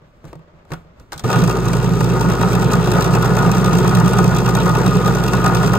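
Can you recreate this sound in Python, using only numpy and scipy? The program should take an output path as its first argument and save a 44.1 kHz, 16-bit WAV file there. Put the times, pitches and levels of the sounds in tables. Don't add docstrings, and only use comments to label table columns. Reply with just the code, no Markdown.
import sys
import numpy as np
from scipy import signal
from scipy.fft import rfft, irfft, next_fast_len
from scipy.io import wavfile
from scipy.ndimage import uniform_filter1d

SR = 44100
rng = np.random.default_rng(int(sys.argv[2]) if len(sys.argv) > 2 else 0)


def wav_record(signal):
    frames = np.transpose(np.atleast_2d(signal))
    bounded = np.clip(frames, -1, 1)
    quanta = np.round(bounded * 32767).astype(np.int16)
    wavfile.write(sys.argv[1], SR, quanta)


N = 254898
TIME = np.arange(N) / SR
SIZE = next_fast_len(N + SR // 2)
FREQ = np.arange(SIZE // 2 + 1) * SR / SIZE
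START_S = 1.238
WAVER_S = 0.017

# frequency in Hz, width in Hz, level in dB.
COUNTER_MODES = [(82.6, 73, -20), (117.5, 40.5, -10), (148.4, 28.3, -3), (167, 9.1, 0.5),
                 (183.6, 19.7, -0.5)]
# frequency in Hz, width in Hz, level in dB.
HOUSING_MODES = [(235.6, 57, -5.5), (311, 44.6, -4.5), (375, 50, -0.5), (421.5, 50.5, 1.5), (460, 68, -2.5),
                 (535.6, 15.5, -5), (591, 216, -12.5), (766, 65, -7), (905, 59, -7.5), (1009, 57, -9),
                 (1095, 57, -11.5), (1230.7, 44.7, -2), (1302, 84, -7.5), (1446, 39, -6),
                 (1793, 277, -15.5), (1832, 360, -23.5)]
# frequency in Hz, width in Hz, level in dB.
TIN_MODES = [(2370, 290, -4), (2540, 155, 2), (2760, 300, -0.5), (3263, 280, 0.5), (3524, 56, 2.5),
             (3842, 540, -2), (4766, 1400, -3), (5780, 770, -1.5), (6610, 1800, -7), (8450, 2030, -8),
             (9390, 230, -4.5), (11950, 900, -14.5), (13050, 840, -12.5), (14470, 1800, -16),
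             (15500, 710, -22)]
LOWER, UPPER = HOUSING_MODES[:5], HOUSING_MODES[5:]
WALL, LID = TIN_MODES[:6], TIN_MODES[6:]


def undb(db):
    return 10 ** (np.asarray(db) / 20)


def unit(x):
    return x / np.sqrt(np.mean(x ** 2))


def waver(length_s):
    k = int(length_s * SR)
    once = uniform_filter1d(rng.standard_normal(N), k)
    return unit(uniform_filter1d(once, k))


def ring(force, modes, steep=1):
    answer = 0
    for k, (hz, width, db) in enumerate(modes):
        damping = 1j * FREQ * width
        peak = (damping / (hz ** 2 - FREQ ** 2 + damping)) ** steep
        answer = answer + (-1) ** k * undb(db) * peak
    return irfft(rfft(force, SIZE) * answer, SIZE)[:N]


def bursts(times, db, lengths, rise_s):
    out = np.zeros(N)
    for s, gain, length in zip(times, undb(db), lengths):
        i = int(s * SR)
        t = TIME[:min(4410, N - i)]
        out[i:i + len(t)] += gain * np.exp(-t / length) * (1 - np.exp(-t / rise_s))
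    return out


def grit(rate, spread_db):
    ticks = rng.random(N) < rate / SR
    size = undb(spread_db * rng.standard_normal(N))
    return ticks * size * rng.choice([-1, 1], N)


def contacts(envelope, modes, far_db, rate=8000., spread_db=3.5, steep=1):
    near, far = (ring(envelope * unit(grit(rate, spread_db)), modes, steep=steep) for _ in range(2))
    return near + undb(far_db) * far * np.array([[1], [-1]])


def kitchen():
    # frequency in Hz, relative density in dB per Hz.
    noise_colour = [(53, -2), (90, 1.5), (172, -1), (244, -8.5), (467, -7.5), (606, -4.5), (737, -16),
                    (1190, -13), (1610, -19.5), (7170, -42), (10100, -68), (13700, -67), (16000, -61)]
    hz, db = np.transpose(noise_colour)
    colour = undb(np.interp(np.log(FREQ + 1), np.log(hz), db))
    mid, side = rfft(rng.standard_normal((2, SIZE))) * colour
    side = side * np.clip(FREQ / 940.0, .1, 1.1)
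    noise = unit(irfft(np.array([mid + side, mid - side]), SIZE)[:, :N])
    sway = undb(1.7 * unit(uniform_filter1d(rng.standard_normal(N), size=2000)))
    return undb(-51) * sway * noise


def room(dry, t60_s, wet_db):
    t = TIME[:SR // 2]
    noise = rng.standard_normal((2, len(t)))
    dull = uniform_filter1d(noise, size=9, axis=1)
    tail = 3 * dull + (noise - dull) * np.exp(-t / 0.071)
    tail = tail * np.exp(-np.log(1000) * t / t60_s) * (t > .002)
    tail = tail / np.sqrt(np.sum(tail ** 2) / 2)
    return dry + undb(wet_db) * signal.fftconvolve(dry, tail, axes=1)[:, :N]


def ports(hz):
    # frequency in Hz, left minus right in dB, left lead in radians.
    port_differences = [(55, 0, .4), (115, -4.5, .5), (185, -2.5, .7), (240, 5, .9), (300, 1, .2),
                        (365, 4, .1), (430, 0, -.1), (600, 1, .4), (900, 7, -.1), (1200, 1, -.1),
                        (1440, 1, .5), (2000, 4, -1.5), (2400, 1, .5), (3200, -1, -2.4), (3600, 2, -.5),
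                        (5440, -2, -2.1), (6520, -2, -5.4), (8900, 0, -7.8), (13250, 0, -12.4),
                        (15300, 0, -14.3)]
    at, pan_db, lead = np.transpose(port_differences)
    halves = np.array([[.5], [-.5]])
    pan_db, lead = (np.interp(np.log(hz + 1), np.log(at), c) * halves for c in (pan_db, lead))
    return undb(pan_db) * np.exp(1j * lead)


def heard(x):
    return irfft(rfft(x, SIZE) * ports(FREQ), SIZE)[:, :N]


def push_rumble():
    # moment of the push in seconds, rumble level there in dB.
    hand_pushes = [(0.078, -57), (0.17, -57), (0.28, -38), (0.574, -64), (0.728, -33.5), (1.006, -45),
                   (1.154, -35), (1.228, -39.5)]
    rise_db_s, fall_db_s, rest_db = 450, 224, -60
    level = undb(rest_db)
    for s, db in hand_pushes:
        level = level + undb(db - np.maximum(rise_db_s * (s - TIME), fall_db_s * (TIME - s)))
    return level * unit(ring(rng.standard_normal(N), [(56.0, 58.0, 0)]))


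def knocks():
    # start in seconds, relative levels in dB of upper housing, lower housing, counter thump and
    # bright tick, scrape length in seconds.
    lever_knocks = [(0.019, -49, -48, -48, -71, 0.003), (0.242, -37, -33, -29, -49, 0.0025),
                    (0.251, -39, -36, -39, -43, 0.0036), (0.28, -45, -49, -48, -51, 0.0019),
                    (0.33, -27, -27.5, -42, -41, 0.0016), (0.354, -40, -34, -30.5, -47, 0.0031),
                    (0.392, -44, -49, -38, -69, 0.003), (0.54, -55, -45, -39.5, -74, 0.003),
                    (0.65, -44, -49, -54, -56, 0.003), (0.705, -32, -31.5, -40, -46, 0.0025),
                    (0.718, -20, -27, -20, -36, 0.0051), (0.734, -23.5, -29, -47, -32.5, 0.0049),
                    (0.849, -61, -46, -41, -72, 0.0025), (0.997, -39, -49, -46, -44, 0.003),
                    (1.12, -21, -56, -54, -29.5, 0.0059), (1.13, -26, -44, -51, -24, 0.0027),
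                    (1.139, -33, -35, -39, -37, 0.0058), (1.16, -35, -42, -30, -43, 0.0034),
                    (1.177, -36, -51, -50, -28, 0.0047), (1.193, -29.5, -48, -52, -28, 0.0063)]
    at, upper_db, lower_db, thump_db, tick_db, length = np.transpose(lever_knocks)
    housing, tin = (np.array(modes) * [1, 2.5, 1] for modes in (HOUSING_MODES, TIN_MODES))
    thump = ring(bursts(at, thump_db, np.full(len(at), .001), 0.0013), COUNTER_MODES[2:4])
    lower = ring(bursts(at, lower_db, np.full(len(at), .0006), .0001), housing[1:7])
    upper = ring(bursts(at, upper_db, np.full(len(at), .0005), .0001), housing[5:])
    scrape = contacts(bursts(at, upper_db, length, 0.00079), housing[5:], -7.0)
    tick = contacts(bursts(at, tick_db, length, 0.0004), tin[3:], -3.7, steep=4.0)
    tap = undb(22) * lower + undb(18) * upper + undb(23.0) * scrape + undb(4.0) * tick
    return undb(32) * thump + push_rumble(), tap


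def hum(pull, shaft, on, speed):
    # multiple of the pull, multiple of the shaft, level in dB.
    hum_lines = [(0, 1, -29), (1, 0, -21), (1, 1, -22.5), (0, 2, -36), (0, 3, -41), (2, -2, -38),
                 (2, -1, -32), (2, 0, -41), (2, 1, -42), (3, 0, -37), (3, 1, -37), (2, 3, -39),
                 (4, -1, -40)]
    lag_rad = 2.55
    lines = []
    for m, k, db in hum_lines:
        line = undb(db) * np.sqrt(2) * np.cos(m * pull + k * shaft - lag_rad)
        lines.append(line * (speed if k else on))
    return lines


def counter_boom(on):
    boom = unit(contacts(on, COUNTER_MODES, -30, steep=1.94))
    return unit(boom / uniform_filter1d(boom[0] ** 2 + .05, size=1800) ** .3)


def clacks(phases, beat, load):
    # start
    # in seconds, relative peak in dB, upper housing share in dB.
    loud_clacks = [(1.237, -25, 14), (1.301, -15.5, -13), (1.328, -16.5, -2), (1.357, -19, 13),
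                   (1.416, -35, -3), (1.4374, -17, 10), (1.4747, -16, 7.5), (1.495, -15.5, 7.5),
                   (1.5095, -16.5, -8), (1.6537, -21, 8), (1.682, -17.5, -5), (1.73, -16.5, 6.5),
                   (1.84, -34, 19), (1.89, -26.5, -6), (2.0047, -17, 12.5), (2.041, -20, -8),
                   (2.098, -18, -5), (2.2087, -15, 6), (2.2982, -18.5, 13.5), (2.4113, -17.5, 10),
                   (2.428, -21, 18), (2.512, -24, -1), (2.529, -14, 2), (2.55, -15.5, 10.5),
                   (2.62, -17, 11), (2.712, -20, 10), (2.732, -12, 4), (2.84, -23, 8), (2.872, -19.5, 15),
                   (2.915, -14.5, -6), (2.9326, -23, 9), (3.0073, -13.5, 11), (3.0222, -12, 2),
                   (3.043, -15, -2), (3.137, -15.5, -12), (3.149, -14.5, 9.5), (3.2229, -16, 7),
                   (3.254, -18, -3), (3.366, -17, 11), (3.3872, -18, 12), (3.423, -22, 2),
                   (3.5144, -11.5, -15), (3.5464, -19, 8), (3.643, -15.5, 10), (3.659, -18, -7),
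                   (3.73, -14, 8), (3.7502, -17, 7), (3.7839, -17, 8), (3.876, -16, 3), (3.949, -11.5, -4),
                   (4.057, -18, 5), (4.077, -15, -5), (4.132, -14, 10), (4.1668, -28, 8),
                   (4.1847, -15.5, 12.5), (4.241, -12, 5), (4.279, -26, -10), (4.3465, -18.5, -2),
                   (4.3623, -14, 2), (4.3836, -18, -6), (4.459, -14.5, 1), (4.4877, -16.5, -12),
                   (4.5497, -11, 4), (4.565, -21, 2), (4.6566, -17.5, 11.5), (4.691, -19, 11),
                   (4.749, -17.5, 12.5), (4.8611, -13, 10.5), (4.967, -24, -2), (5.058, -18.5, -4),
                   (5.0773, -18, 9), (5.148, -16, 9), (5.236, -15, 0), (5.2803, -12.5, -13),
                   (5.3328, -12, 8.5), (5.4412, -16.5, 11), (5.4603, -12.5, 11), (5.477, -17, -12),
                   (5.547, -14, 6), (5.581, -35, 6), (5.63, -17.5, 15), (5.733, -16.5, 15),
                   (5.749, -19, 10)]
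    mean_db, beat_db, scatter_db = -33, 4, 4.5
    turns = np.concatenate([np.flatnonzero(np.diff(np.floor(p / (2 * np.pi)))) for p in phases])
    turns = turns[turns > START_S * SR]
    chance = rng.standard_normal((len(turns), 3)).T
    at = turns / SR - .003 + 0.0014 * chance[1]
    peak_db = mean_db + load[turns] + beat_db * beat[turns] + scatter_db * chance[0]
    share_db = 3 + 4 * chance[2]
    return np.concatenate([np.transpose(loud_clacks), np.array([at, peak_db, share_db])], axis=1)


def pings(times, db, t60_s):
    out, t = np.zeros((2, N + 2205)), TIME[:2205]
    notes = np.array(TIN_MODES)[[0, 1, 1, 2, 2, 4, 5, 8], 0]
    chance = rng.uniform(-1, 1, (len(times), 4))
    for s, gain, (pick, detune, size, lead) in zip(times, undb(db), chance):
        f = notes[int(abs(pick) * len(notes))] * (1 + 0.032 * detune)
        fade = np.exp(-np.log(1000) * t / t60_s) * (1 - np.exp(-t / 0.0014))
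        phase = np.pi * lead * np.array([[.5], [-.5]])
        i = int(s * SR)
        out[:, i:i + len(t)] += gain * undb(0.5 * size) * fade * np.sin(2 * np.pi * f * t + phase)
    return out[:, :N]


def rattle(part, load, beat, level_db, load_slope, beat_db, waver_db):
    swing_db = load_slope * load + beat_db * beat + waver_db * waver(WAVER_S)
    return undb(level_db + swing_db) * unit(part)


def motor():
    # moment in seconds, turns a second.
    shaft_speed = [(1.24, 25), (1.3, 44), (1.36, 54), (1.7, 54.6), (2.0, 54.5), (2.3, 55.0), (2.7, 55.2),
                   (3.3, 55.1), (3.7, 55.3), (4.0, 55.0), (4.3, 55.1), (4.7, 54.9), (5.78, 54.9)]
    # moment in seconds, cutting load in dB of rattle before each part's slope,
    # counter boom swing in dB.
    motor_run = [(1.24, 2, 1), (1.27, -6, -1.5), (1.31, 1, -12), (1.36, 3, 2.5), (1.5, -4.5, 0),
                 (1.58, -3.5, -7), (1.76, -3.5, -2), (1.97, -4, -1.5), (2.3, -1, -0.5), (2.75, 0.5, -0.5),
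                 (3.2, 1, 0), (3.9, 1.5, 1), (4.2, 1, 3), (4.45, 0, -1), (5.0, 0.5, 0), (5.25, -1.5, -2.5),
                 (5.5, 2, -1.5), (5.78, 1, 2.5)]
    s, load, boom_db = np.transpose(motor_run)
    load = np.interp(TIME, s, load)
    on = np.clip((TIME - START_S) / 0.0021, 0, 1)
    speed = np.clip((TIME - START_S) / 0.21, 0, 1) ** 2

    pull_hz, aligned_s = 120.0, 3.046
    shaft = 2 * np.pi * np.cumsum(np.interp(TIME, *np.transpose(shaft_speed))) / SR
    shaft = shaft - shaft[int(aligned_s * SR)]
    pull = 2 * np.pi * pull_hz * (TIME - aligned_s)
    lift = 0.08 * np.cos(shaft) + 0.22 * np.cos(pull - shaft) + 0.057 * np.cos(2 * pull + shaft)
    gate = on * np.exp(lift)
    beat = speed * np.cos(pull - 2 * shaft)

    lines = hum(pull, shaft, on, speed)
    sway = undb(np.interp(TIME, s, boom_db) - beat + 2.5 * np.minimum(waver(WAVER_S), .4))
    low = lines[0] + sway ** 0.56 * sum(lines[1:]) + undb(-19.0) * sway * on * counter_boom(on)
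    lower = contacts(gate, LOWER, -18.0, rate=2500., spread_db=1.0)
    low = low + rattle(lower, load, beat, level_db=-24, load_slope=0.38, beat_db=0, waver_db=1.5)

    upper = contacts(gate, UPPER, -9, rate=2500., spread_db=3.5)
    wall = contacts(gate, WALL, -4, rate=1400., spread_db=4.0, steep=2)
    lid = contacts(gate ** 1.3, LID, -10, rate=1900., spread_db=4.5, steep=2)
    high = rattle(upper, load, beat, level_db=-26, load_slope=1.12, beat_db=0.1, waver_db=2)
    high = high + rattle(wall, load, beat, level_db=-41.5, load_slope=0.7, beat_db=1.5, waver_db=2)
    high = high + rattle(lid, load, beat, level_db=-40, load_slope=0.5, beat_db=1.5, waver_db=1.5)

    at, peak_db, share_db = clacks([shaft, pull - shaft], beat, load)
    housing_hits = bursts(at, peak_db + share_db - 1.5, np.full(len(at), .004), 0.0025)
    tin_hits = bursts(at, peak_db + 9.5, np.full(len(at), .002), 0.0043)
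    high = high + undb(21.0) * contacts(housing_hits, UPPER, -9)
    clack = contacts(tin_hits, TIN_MODES, -8.0, steep=2.8)
    clack = undb(1.5) * clack + undb(1) * np.diff(clack, prepend=0)
    return low, high + clack + pings(at, peak_db - 9.5, 0.041)


def scene():
    low, high = motor()
    thump, tap = knocks()
    return heard(low + thump) + room(heard(high + tap), t60_s=0.22, wet_db=-15) + kitchen()


def record(dry):
    top = signal.ellip(14, .2, 60, 15750, fs=SR, output="sos")
    return signal.sosfilt(top, np.tanh(0.84 * dry) / 0.74)


dry = scene()
out = record(dry)
wav_record(out)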